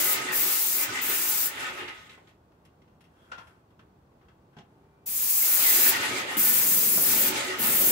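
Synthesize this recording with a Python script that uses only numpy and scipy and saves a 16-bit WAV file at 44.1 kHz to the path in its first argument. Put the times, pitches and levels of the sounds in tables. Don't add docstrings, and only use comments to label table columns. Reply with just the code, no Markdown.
import sys
import numpy as np
from scipy import signal
from scipy.fft import rfft, irfft
from scipy.io import wavfile
from scipy.ndimage import uniform_filter1d

SR = 44100
rng = np.random.default_rng(int(sys.argv[2]) if len(sys.argv) > 2 else 0)


def waveform_to_disk(signal):
    frames = np.transpose(np.atleast_2d(signal))
    scaled = np.clip(frames, -1, 1) * 32767
    samples = np.round(scaled).astype(np.int16)
    wavfile.write(sys.argv[1], SR, samples)


N = 348831

# open_s, shut_s, rise_s, jet_early_db, jet_late_db, lean_early_db, lean_late_db, pan_db, boards_db
TRIGGER_PULLS = [(-0.2, 0.131, 0.023, -32, -27.5, 8, -6.5, 2, -67),
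                 (0.316, 0.833, 0.033, -28, -30, -5, -4.5, 1.5, -63.5),
                 (1.009, 1.469, 0.015, -32, -29.5, -4, -4.5, 1.5, -63.5),
                 (5.058, 5.901, 0.17, -26.5, -23.5, -7, -6, 1, -65.5),
                 (6.366, 7.281, 0.014, -24, -26, -7, -7.5, 1, -50.5),
                 (7.584, 8.0, 0.023, -27.5, -22.5, -11, -7, 1, -48)]
# pitch_hz, relative_db
JET_SPECTRUM = [(200, -49), (300, -36), (660, -26.5), (1000, -21.5), (1500, -22.5), (2130, -18.5),
                (3000, -18), (3900, -20), (4600, -17), (5500, -13), (6400, -12.5), (7800, -9.5), (8900, -7),
                (9800, -7.5), (11800, -6), (14000, -2), (15200, -0.5), (17500, 7.5)]
# pitch_hz, relative_db
BOARD_SPECTRUM = [(24, -53.5), (40, -28), (129, -6.5), (162, -12), (194, 7.5), (310, -6), (371, -1.5),
                  (513, -4), (700, -16.5), (910, -42), (1540, -120)]
# pitch_hz, width_hz, relative_db
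BOARD_MODES = [(144.5, 5.5, -4), (187, 9.7, -3.5)]

# time_s, effort_db, growl_db, brush_db
PUMP_RUNS = [
    [(0.0, -35.5, -7.5, -8), (0.15, -37.5, -4.5, -7), (0.25, -38.5, -2.5, -11.5), (0.34, -39, -1.5, -10.5),
     (0.5, -37, -10.5, -5), (0.7, -47.5, -6, 3), (0.8, -38.5, -8, -9), (1.1, -36.5, -7.5, -10),
     (1.3, -40.5, -7.5, -4), (1.49, -43.5, -8.5, -13), (1.62, -40, -7, -14), (1.72, -42, -4.5, -17),
     (1.9, -49.5, -3.5, -22.5), (1.98, -50, -11, -13), (2.09, -56.5, -8, -15), (2.17, -60, -1, -15),
     (2.22, -72.5, 6, -11), (2.36, -81.5, 0, -8)],
    [(5.42, -47.5, -10, -6), (5.62, -36.5, -8, -1), (5.92, -33.5, -5.5, -6), (6.17, -37.5, -1.5, -8),
     (6.255, -41.5, 0, -10), (6.36, -36, -9.5, -16.5), (6.7, -42, -6.5, -9), (6.98, -48, 3, -2),
     (7.1, -35.5, -5, -3), (7.38, -36.5, -2, -7), (7.48, -37, -4, -8.5), (7.58, -38.5, -6.5, -11.5),
     (7.7, -35.5, -3.5, -6.5), (7.91, -40.5, 4, -4.5)],
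]
# time_s, swell_db, growl_swell_db, whine_hz, whine_swell_db
PISTON_STROKES = [(0.021, 0.5, 25, 2020, 4), (0.076, 1, -3.5, 2060, 0), (0.167, 3.5, -1, 2164, 5),
                  (0.235, 2, 1, 2080, -4), (0.311, 4, 1, 1864, 9), (0.49, -0.5, 1.5, 2040, -12),
                  (0.82, 1, 3, 2040, 3), (0.971, 2.5, 6.5, 2013, 8), (1.13, 1.5, 3.5, 2031, -2),
                  (1.615, 3.5, 3, 2000, -6), (1.672, 4, 0.5, 1886, 2), (1.809, 6.5, 3, 2030, -11),
                  (1.89, 6.5, 6.5, 2030, 5), (2.12, 2.5, -1, 2024, 1), (2.29, 11, 2, 2122, 2),
                  (5.435, 0.5, -2.5, 2125, 11), (5.674, -1, 0.5, 2066, 9.5), (5.849, 1.5, 1, 2228, -10),
                  (5.95, 3, 1, 1855, 5.5), (6.05, 5, 2.5, 1870, 6), (6.146, 1.5, 1, 2260, 5.5),
                  (6.2, 4.5, 2.5, 2042, 2), (6.301, 4, 0, 1898, 6), (6.385, -0.5, 2.5, 2058, 1),
                  (7.27, 1.5, 0.5, 2110, -3), (7.366, 2.5, 1, 2302, 0.5), (7.408, 2.5, 3, 2073, 3.5),
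                  (7.51, 1.5, 0, 1946, 7.5), (7.65, 4, 4, 2140, -11)]
# pitch_hz, relative_db
MOTOR_SPECTRUM = [(21, -61), (35, -25.5), (129, -13.5), (166, -24.5), (257, -1), (329, -9), (373, -3),
                  (450, -5.5), (542, -12.5), (1170, -8.5), (1880, -4.5), (5000, -11.5), (6500, -42),
                  (11000, -120)]
# pitch_hz, width_hz, relative_db
CASING_MODES = [(132, 20.5, -9.5), (380.7, 35, 1), (549.3, 38, -2.5), (875, 40, -2.5), (1268, 16, -1),
                (1478, 23, -0.5), (1812, 50, -1.5), (2354, 35, -6.5), (2645, 48, -4), (2852, 27, -5.5)]
# pitch_hz, relative_db
BRUSH_SPECTRUM = [(2500, -16.5), (3800, -4.5), (5000, -9.5), (6370, -1), (8000, -4.5), (10500, -12.5),
                  (13000, -11), (17500, -18.5)]
# pitch_hz, width_hz, relative_db
BRUSH_MODES = [(5060, 60, -12), (6370, 40, -11)]
# start_s, relative_db, thud_offset_db
VALVE_HITS = [(1.879, -27, -19), (2.094, -37, -20), (2.176, -56, 14), (2.2717, -49, -6), (5.4324, -50, -15),
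              (6.973, -35, 14)]
# start_s, clack_db, thump_db, thump_hz, t60_s
NEEDLE_HIT = (6.368, -30, -24, 300, .06)

# start_s, level_db, thud_offset_db, hollow_offset_db, crack_offset_db, pan_db, rise_s, t60_s
KNOCKS = [(2.519, -67.5, -10, 7, -20, 2, .001, 0.036), (2.649, -52.5, -13, -4, -2, 1, .008, 0.068),
          (2.817, -57, -10, -16, -17, 4, .005, 0.054), (2.876, -64.5, -2, -1, -15.5, 2, .004, 0.079),
          (3.006, -53.5, -5, -2, -5, 4, .006, 0.074), (3.039, -60, -5, -23.5, -7, 1, .004, 0.099),
          (3.316, -43.5, -18, 2, -30, 2, .0015, 0.15), (3.379, -45.5, -12, 1, -17, 3, .003, 0.12),
          (3.4694, -57, -6, -2, -8, 3, .003, 0.094), (3.7025, -69, 2, 2, -6, 4, .002, 0.1),
          (3.7912, -56.5, -2, 5, -13, 1, .003, 0.085), (4.2103, -72.5, 2, 9, -19, 4.5, .002, 0.23),
          (4.283, -62.5, -8, 5, -23, 3, .002, 0.11), (4.5294, -74, 2, 11, -7, 5, .002, 0.19),
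          (4.565, -53, 5, 3, -14, 1, .005, 0.11), (4.584, -50.5, 2, -10, -24, 0, .002, 0.082),
          (4.6044, -67.5, 12, -8, -20, 3, .002, 0.062)]
# pitch_hz, width_hz, relative_db
SHIELD_MODES = [(1930, 610, 8), (2750, 270, 7.5), (3200, 190, 2), (4220, 340, -11), (5300, 380, -5)]
# pitch_hz, width_hz, relative_db
FLEX_MODES = [(624, 470, -2), (990, 290, 1), (1290, 72, -2), (1480, 140, 0)]
# time_s, level_db
SWISH_CURVE = [(3.05, -86), (3.156, -74.5), (3.382, -66.5), (3.51, -70), (3.62, -82)]
# time_s, level_db
RUSTLE_CURVE = [(4.598, -88), (4.72, -80), (4.88, -83), (5.0, -83.5)]
# pitch_hz, width_hz, relative_db
RUB_MODES = [(1460, 70, -3), (3300, 90, -1)]
# time_s, level_db
RUB_CURVE = [(3.13, -91), (3.2, -72.5), (3.255, -69), (3.28, -89)]
# start_s, level_db, t60_s
SHIELD_BLOWS = [(3.299, -54, 0.06), (3.3165, -34, 0.125), (3.381, -46, .06), (3.412, -51, 0.13)]
# pitch_hz, relative_db
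BEATING_MODES = [(1395, -2), (1485, -3)]
# start_s, level_db, pitch_hz, t60_s
CLINK = (2.818, -55, 2080, .025)
# start_s, level_db
LADDER_BUMPS = [(4.568, -43), (4.587, -43), (4.603, -47)]
# pitch_hz, relative_db, t60_s
LADDER_MODES = [(160, -1.5, .1), (217, -4, .12), (400, -8, .1), (713, -7, .12), (830, -9, .1)]

# pitch_hz, relative_db
STREET_SPECTRUM = [(15, -65), (25, -40.5), (52, -11), (90, -4.5), (159, -8), (288, -12), (321, -24.5),
                   (349, -4.5), (433, -14.5), (600, -16.5), (900, -17.5), (1150, -21), (1780, -32),
                   (7000, -44.5), (12000, -48), (16500, -45)]
# start_s, pitch_hz, level_db
THIN_TONES = [(4.6, 285, -75), (4.6, 398, -69.5), (4.65, 754, -79), (4.65, 888, -75.5), (4.7, 1416, -87),
              (4.76, 2353, -85)]
# pitch_hz, likeness
STEREO_LIKENESS = [(60, 0.98), (150, 0.97), (230, 0.97), (290, 0.94), (360, 0.92), (450, 0.75), (560, 0.55),
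                   (700, 0.3), (900, 0.05), (1100, 0), (15000, 0)]
# pitch_hz, pan_db
MIC_BALANCE = [(200, -.5), (330, .5), (450, -.5), (620, -2), (850, -.5), (1100, 1.5), (1500, .5), (3500, 0),
               (6500, -1), (8500, 0), (11000, 2), (14000, .5)]

SNAP_S, SNAP_SHARE = .006, .28
SHUT_S, SHUT_DB_PER_S, SHUT_DULLING_DB_PER_S = .04, 520.5, 293
LEAN_TOP_HZ, LEAN_OCTAVES = 12000, .91
GROWL_BELOW_HZ, BRUSH_ABOVE_HZ = 650, 3400
STROKE_S, WHINE_S, GROWL_LEAD_S = .026, .034, .05
REVERSAL_DB, REVERSAL_LEAD_S, REVERSAL_S = -5, .008, .006
WHINE_REST_HZ, WHINE_SAG_HZ_PER_S, WHINE_WANDER_HZ = 2085, 2000, 30
WHINE_DB, WHINE_GAP_DB = -8.5, -7
WHINE_BLUR_HZ, WHINE_JITTER_RAD, WHINE_FLUTTER_DB = 50, 1.3, 4.5
UPPER_MESH_RATIO, UPPER_MESH_DB = 1.47, -11
CASING_WAVER_DB, CASING_STROKE_SHARE = 3, .6
STREET_DB = -63
PORCH_T60_S, WALL_CUT_HZ, REFLECTIONS_DB = .26, 4150, -8
DIRECT_SHARE, DIRECT_LAG_SAMPLES, LEFT_LAG_SAMPLES = .4, 11, 6
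TIME_S = np.arange(N) / SR


def spray():
    jet, lean_db, pan_db, boards = trigger()
    lean = lambda hz: (lean_db + 8) * np.clip(np.log2(LEAN_TOP_HZ / hz), 0, LEAN_OCTAVES)
    hiss = banded_noise(JET_SPECTRUM, (250, 18000), (10000, 15500), 1.3, shade_db=lean, slow_share=.3)
    dull = signal.sosfilt(signal.butter(1, 6860, fs=SR, output="sos"), hiss)
    hiss = dull * pan(.35 * pan_db) + (hiss - dull) * pan(2 * pan_db)
    drumming = banded_noise(BOARD_SPECTRUM, (40, 900), (100, 300), flicker_db=-1)
    drumming += .8 * rings(stereo_white(150), BOARD_MODES)
    return jet * hiss + boards * drumming


def trigger():
    jet, lean_db, pan_db, boards = np.zeros((4, N))
    for open_s, shut_s, rise_s, early_db, late_db, *lean_ends_db, side_db, boards_db in TRIGGER_PULLS:
        on = (TIME_S >= open_s) & (TIME_S < shut_s + SHUT_S)
        now = TIME_S[on]
        held_s, released_s = now - open_s, np.maximum(now - shut_s, 0)
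        snap = 1 - np.exp(-held_s / SNAP_S)
        pressure = 1 - (1 - SNAP_SHARE) * np.exp(-held_s / rise_s)
        level_db = np.interp(now, [open_s, shut_s], [early_db, late_db]) - SHUT_DB_PER_S * released_s
        jet[on] = snap * pressure * from_db(level_db)
        lean_db[on] = np.interp(now, [open_s, shut_s], lean_ends_db) + SHUT_DULLING_DB_PER_S * released_s
        pan_db[on], boards[on] = side_db, from_db(boards_db)
    return jet, lean_db, pan_db, uniform_filter1d(boards, size=900)


def pump():
    gate, (effort_db, growl_db, brush_db) = gated_curves(PUMP_RUNS)
    swell_db, growl_swell_db, bend_hz, whine_swell_db = piston_strokes()

    def shade_db(hz):
        frame_db = (growl_db + growl_swell_db + 3) * (hz < GROWL_BELOW_HZ)
        return frame_db + (brush_db + 6) * (hz > BRUSH_ABOVE_HZ)

    motor = banded_noise(MOTOR_SPECTRUM, (35, 6500), (1200, 3200), 2, shade_db=shade_db, slow_share=.25)
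    low, high = stereo_white(430), stereo_white(1500)
    casing = np.zeros((2, N))
    for hz, width_hz, mode_db in CASING_MODES:
        ringing = resonance(low if hz < GROWL_BELOW_HZ else high, hz, width_hz)
        accent_db = CASING_STROKE_SHARE * swell_db * (hz > GROWL_BELOW_HZ)
        casing += from_db(mode_db + shade_db(hz) + accent_db + CASING_WAVER_DB * drift(8)) * ringing
    whine = from_db(WHINE_DB + whine_swell_db) * gear_whine(bend_hz)
    brushes = banded_noise(BRUSH_SPECTRUM, (3000, 18000), (5000, 15500), flicker_db=2.5)
    brushes += sum(from_db(db) * resonance(high, hz, width_hz) for hz, width_hz, db in BRUSH_MODES)
    machine = from_db(-4.5) * motor + from_db(-12) * casing + whine + from_db(brush_db) * brushes
    return gate * from_db(effort_db + swell_db) * machine


def piston_strokes():
    t = TIME_S[::64]
    stroke_s, swell_db, growl_db, whine_hz, whine_db = np.array(PISTON_STROKES).T[:, :, None]
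    bell = lambda centre_s, width_s: np.exp(-.5 * ((t - centre_s) / width_s) ** 2)
    swell = (swell_db * bell(stroke_s, STROKE_S)).sum(axis=0)
    growl = (growl_db * bell(stroke_s - GROWL_LEAD_S, STROKE_S)).sum(axis=0)
    valve_s = np.array(VALVE_HITS)[:, :1]
    reversal = REVERSAL_DB * bell(valve_s - REVERSAL_LEAD_S, REVERSAL_S).sum(axis=0)
    held = np.exp(-.5 * ((t - stroke_s) / WHINE_S) ** 4)
    crossfade = held / np.maximum(held.sum(axis=0), 1)
    bend = (crossfade * (whine_hz - WHINE_REST_HZ - WHINE_SAG_HZ_PER_S * (t - stroke_s))).sum(axis=0)
    whine = (crossfade * whine_db).sum(axis=0) + WHINE_GAP_DB * (1 - held.max(axis=0))
    return [np.interp(TIME_S, t, curve) for curve in (swell + reversal, growl - swell, bend, whine)]


def gear_whine(bend_hz):
    def mesh(phase):
        flutter = from_db(WHINE_FLUTTER_DB * drift(WHINE_BLUR_HZ))
        return np.sqrt(2) * flutter * np.sin(phase + WHINE_JITTER_RAD * drift(WHINE_BLUR_HZ))

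    phase = 2 * np.pi * np.cumsum(WHINE_REST_HZ + bend_hz + WHINE_WANDER_HZ * drift(10)) / SR
    return np.array([mesh(phase) + from_db(UPPER_MESH_DB) * mesh(UPPER_MESH_RATIO * phase) for _ in "LR"])


def valves_and_needle():
    clack = rms_one(band(stereo_white(2500), 1700, 3800))
    thud = rms_one(band(stereo_white(300), 140, 1250))
    out = np.zeros((2, N))
    for start_s, level_db, thud_db in VALVE_HITS:
        strike(out, [(clack, 0), (thud, thud_db)], start_s, t60_s=.1, gain=from_db(level_db - 9))
    start_s, clack_db, thump_db, thump_hz, t60_s = NEEDLE_HIT
    strike(out, [(clack, clack_db), (tone(thump_hz), thump_db)], start_s, t60_s)
    return out


def shield_handling():
    white = stereo_white(1500)
    body = band(rings(white, SHIELD_MODES), 1400, 8400)
    hollow = band(rings(stereo_white(640), FLEX_MODES), 390, 2500)
    crack = rms_one(band(white, 2280, 11600))
    thud = rms_one(band(stereo_white(200), 125, 250))
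    gate, (swish_db,) = gated_curves([SWISH_CURVE, RUSTLE_CURVE])
    out = gate * from_db(swish_db) * (.37 * body + 1.7 * hollow + .5 * crack)
    gate, (rub_db,) = gated_curves([RUB_CURVE])
    out += gate * from_db(rub_db) * rings(white, RUB_MODES)
    for start_s, level_db, thud_db, hollow_db, crack_db, pan_db, rise_s, t60_s in KNOCKS:
        layers = [(body, 0), (thud, thud_db), (hollow, hollow_db), (crack, crack_db)]
        strike(out, layers, start_s, t60_s, from_db(level_db) * pan(pan_db), rise_s)
    return out


def clink_and_shield_blows():
    out = np.zeros((2, N))
    start_s, level_db, hz, t60_s = CLINK
    strike(out, [(tone(hz), level_db)], start_s, t60_s)
    spread_rad = np.array([[0], [np.pi / 2]])
    beating = sum(from_db(db) * tone(hz, phase_rad=spread_rad) for hz, db in BEATING_MODES)
    for start_s, level_db, t60_s in SHIELD_BLOWS:
        strike(out, [(beating, level_db)], start_s, t60_s, pan(3))
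    return out


def ladder():
    out = np.zeros((2, N))
    for start_s, level_db in LADDER_BUMPS:
        for hz, mode_db, t60_s in LADDER_MODES:
            strike(out, [(tone(hz, start_s), mode_db)], start_s, t60_s, from_db(level_db))
    return out


def porch(x):
    out = np.zeros((2, N))
    pole = np.exp(-2 * np.pi * WALL_CUT_HZ / SR)
    for k, lag in enumerate((rng.uniform(.012, .035, 12) * SR).astype(int)):
        loop, state = x[k % 2].copy(), [0.]
        feedback = from_db(-60 * lag / SR / PORCH_T60_S)
        for i in range(lag, N, lag):
            echo, state = signal.lfilter([feedback * (1 - pole)], [1, -pole], loop[i - lag:i], zi=state)
            loop[i:i + lag] += echo[:N - i]
        out[k % 2] += (loop - x[k % 2]) * (-1) ** (k // 2)
    return band(out, 425, 21000)


def street():
    out = from_db(STREET_DB) * banded_noise(STREET_SPECTRUM, (25, 18000), (50, 1000), flicker_db=.4)
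    for start_s, hz, level_db in THIN_TONES:
        fade_in = np.clip((TIME_S - start_s) / .099, 0, 1)
        out += np.sqrt(2) * fade_in * from_db(level_db + 2 * drift(20)) * tone(hz)
    return out


def across_microphones(x):
    mids = band(x, 1500, 2700)
    power = uniform_filter1d(mids ** 2, size=4096) + 1e-14
    late = np.roll(mids[1], DIRECT_LAG_SAMPLES) * np.sqrt(power[0] / power[1])
    left = x[0] + (np.sqrt(1 - DIRECT_SHARE ** 2) - 1) * mids[0] + DIRECT_SHARE * late
    return np.array([left, x[1]])


def strike(out, layers, start_s, t60_s, gain=1, rise_s=.0014):
    start = round(start_s * SR)
    t = TIME_S[:min(SR // 3, N - start)]
    envelope = (1 - np.exp(-t / rise_s)) * from_db(-60 * t / t60_s)
    span = slice(start, start + len(t))
    for sound, level_db in layers:
        out[:, span] += gain * from_db(level_db) * envelope * sound[:, span]


def banded_noise(spectrum, span_hz, unity_hz, flicker_db, shade_db=lambda hz: 0, slow_share=.73):
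    low_hz, high_hz = span_hz
    edges = np.geomspace(low_hz, high_hz, int(2.5 * np.log2(high_hz / low_hz)) + 2)
    white, shared_drift = rng.standard_normal((2, 2, N)), drift(8.3)
    out, power = np.zeros((2, N)), 0
    for k, (low, high) in enumerate(zip(edges, edges[1:])):
        hz = np.sqrt(low * high)
        level_db = at_hz(spectrum, hz)
        flicker = slow_share * shared_drift + drift(29)
        noise = mid_side(*band(white[k % 2], low, high), hz)
        out += from_db(level_db + shade_db(hz) + flicker_db * flicker) * noise
        overlap_hz = max(0, min(high, unity_hz[1]) - max(low, unity_hz[0]))
        power += 2 * overlap_hz / SR * from_db(2 * level_db)
    return out / np.sqrt(power)


def stereo_white(hz):
    return mid_side(*rng.standard_normal((2, N)), hz) / np.sqrt(2)


def mid_side(mid, side, hz):
    likeness = at_hz(STEREO_LIKENESS, hz)
    return np.sqrt(1 + likeness) * mid + np.sqrt(1 - likeness) * side * [[1], [-1]]


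def rings(white, modes):
    return rms_one(sum(from_db(db) * resonance(white, hz, width_hz) for hz, width_hz, db in modes))


def resonance(x, hz, width_hz):
    r = np.exp(-np.pi * width_hz / SR)
    return rms_one(signal.lfilter([1, 0, -1], [1, -2 * r * np.cos(2 * np.pi * hz / SR), r * r], x))


def drift(rate_hz):
    hop, settle = 40, 2000
    r = np.exp(-2 * np.pi * rate_hz * hop / SR)
    slow = signal.lfilter([1], [1, -2 * r, r * r], rng.standard_normal(N // hop + settle + 2))[settle:]
    return np.interp(np.arange(N) / hop, np.arange(len(slow)), rms_one(slow))


def gated_curves(tables):
    is_open = sum((TIME_S >= rows[0][0]) & (TIME_S <= rows[-1][0]) for rows in tables)
    times_s, *columns = np.concatenate(tables).T
    return uniform_filter1d(is_open * 1., size=200), [np.interp(TIME_S, times_s, c) for c in columns]


def tone(hz, start_s=0, phase_rad=0):
    return np.atleast_2d(np.sin(2 * np.pi * hz * (TIME_S - start_s) + phase_rad))


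def band(x, low_hz, high_hz):
    return signal.sosfilt(signal.butter(2, [low_hz, high_hz], "band", fs=SR, output="sos"), x)


def at_hz(spectrum, hz):
    pitches_hz, values = np.transpose(spectrum)
    return np.interp(np.log(hz), np.log(pitches_hz), values)


def pan(pan_db):
    return from_db(pan_db * np.array([[.5], [-.5]]))


def from_db(db):
    return 10 ** (db / 20)


def rms_one(x):
    return x / np.sqrt(np.mean(x ** 2) + 1e-20)


def scene():
    denormal_guard = 1e-9 * rng.standard_normal((2, N))
    work = spray() + pump() + valves_and_needle() + shield_handling() + clink_and_shield_blows() + ladder()
    near = across_microphones(work + denormal_guard)
    return near + from_db(REFLECTIONS_DB) * porch(near) + street()


def record(dry):
    bin_hz = np.arange(1, N // 2 + 2) * SR / N
    heard = irfft(rfft(dry) * pan(at_hz(MIC_BALANCE, bin_hz)), N)
    heard[0] = np.roll(heard[0], LEFT_LAG_SAMPLES)
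    rolled_off = signal.sosfilt(signal.ellip(12, .3, 48, 15740, fs=SR, output="sos"), heard)
    return signal.sosfilt(signal.cheby2(16, 45, 16860, fs=SR, output="sos"), rolled_off)


dry = scene()
out = record(dry)
waveform_to_disk(out)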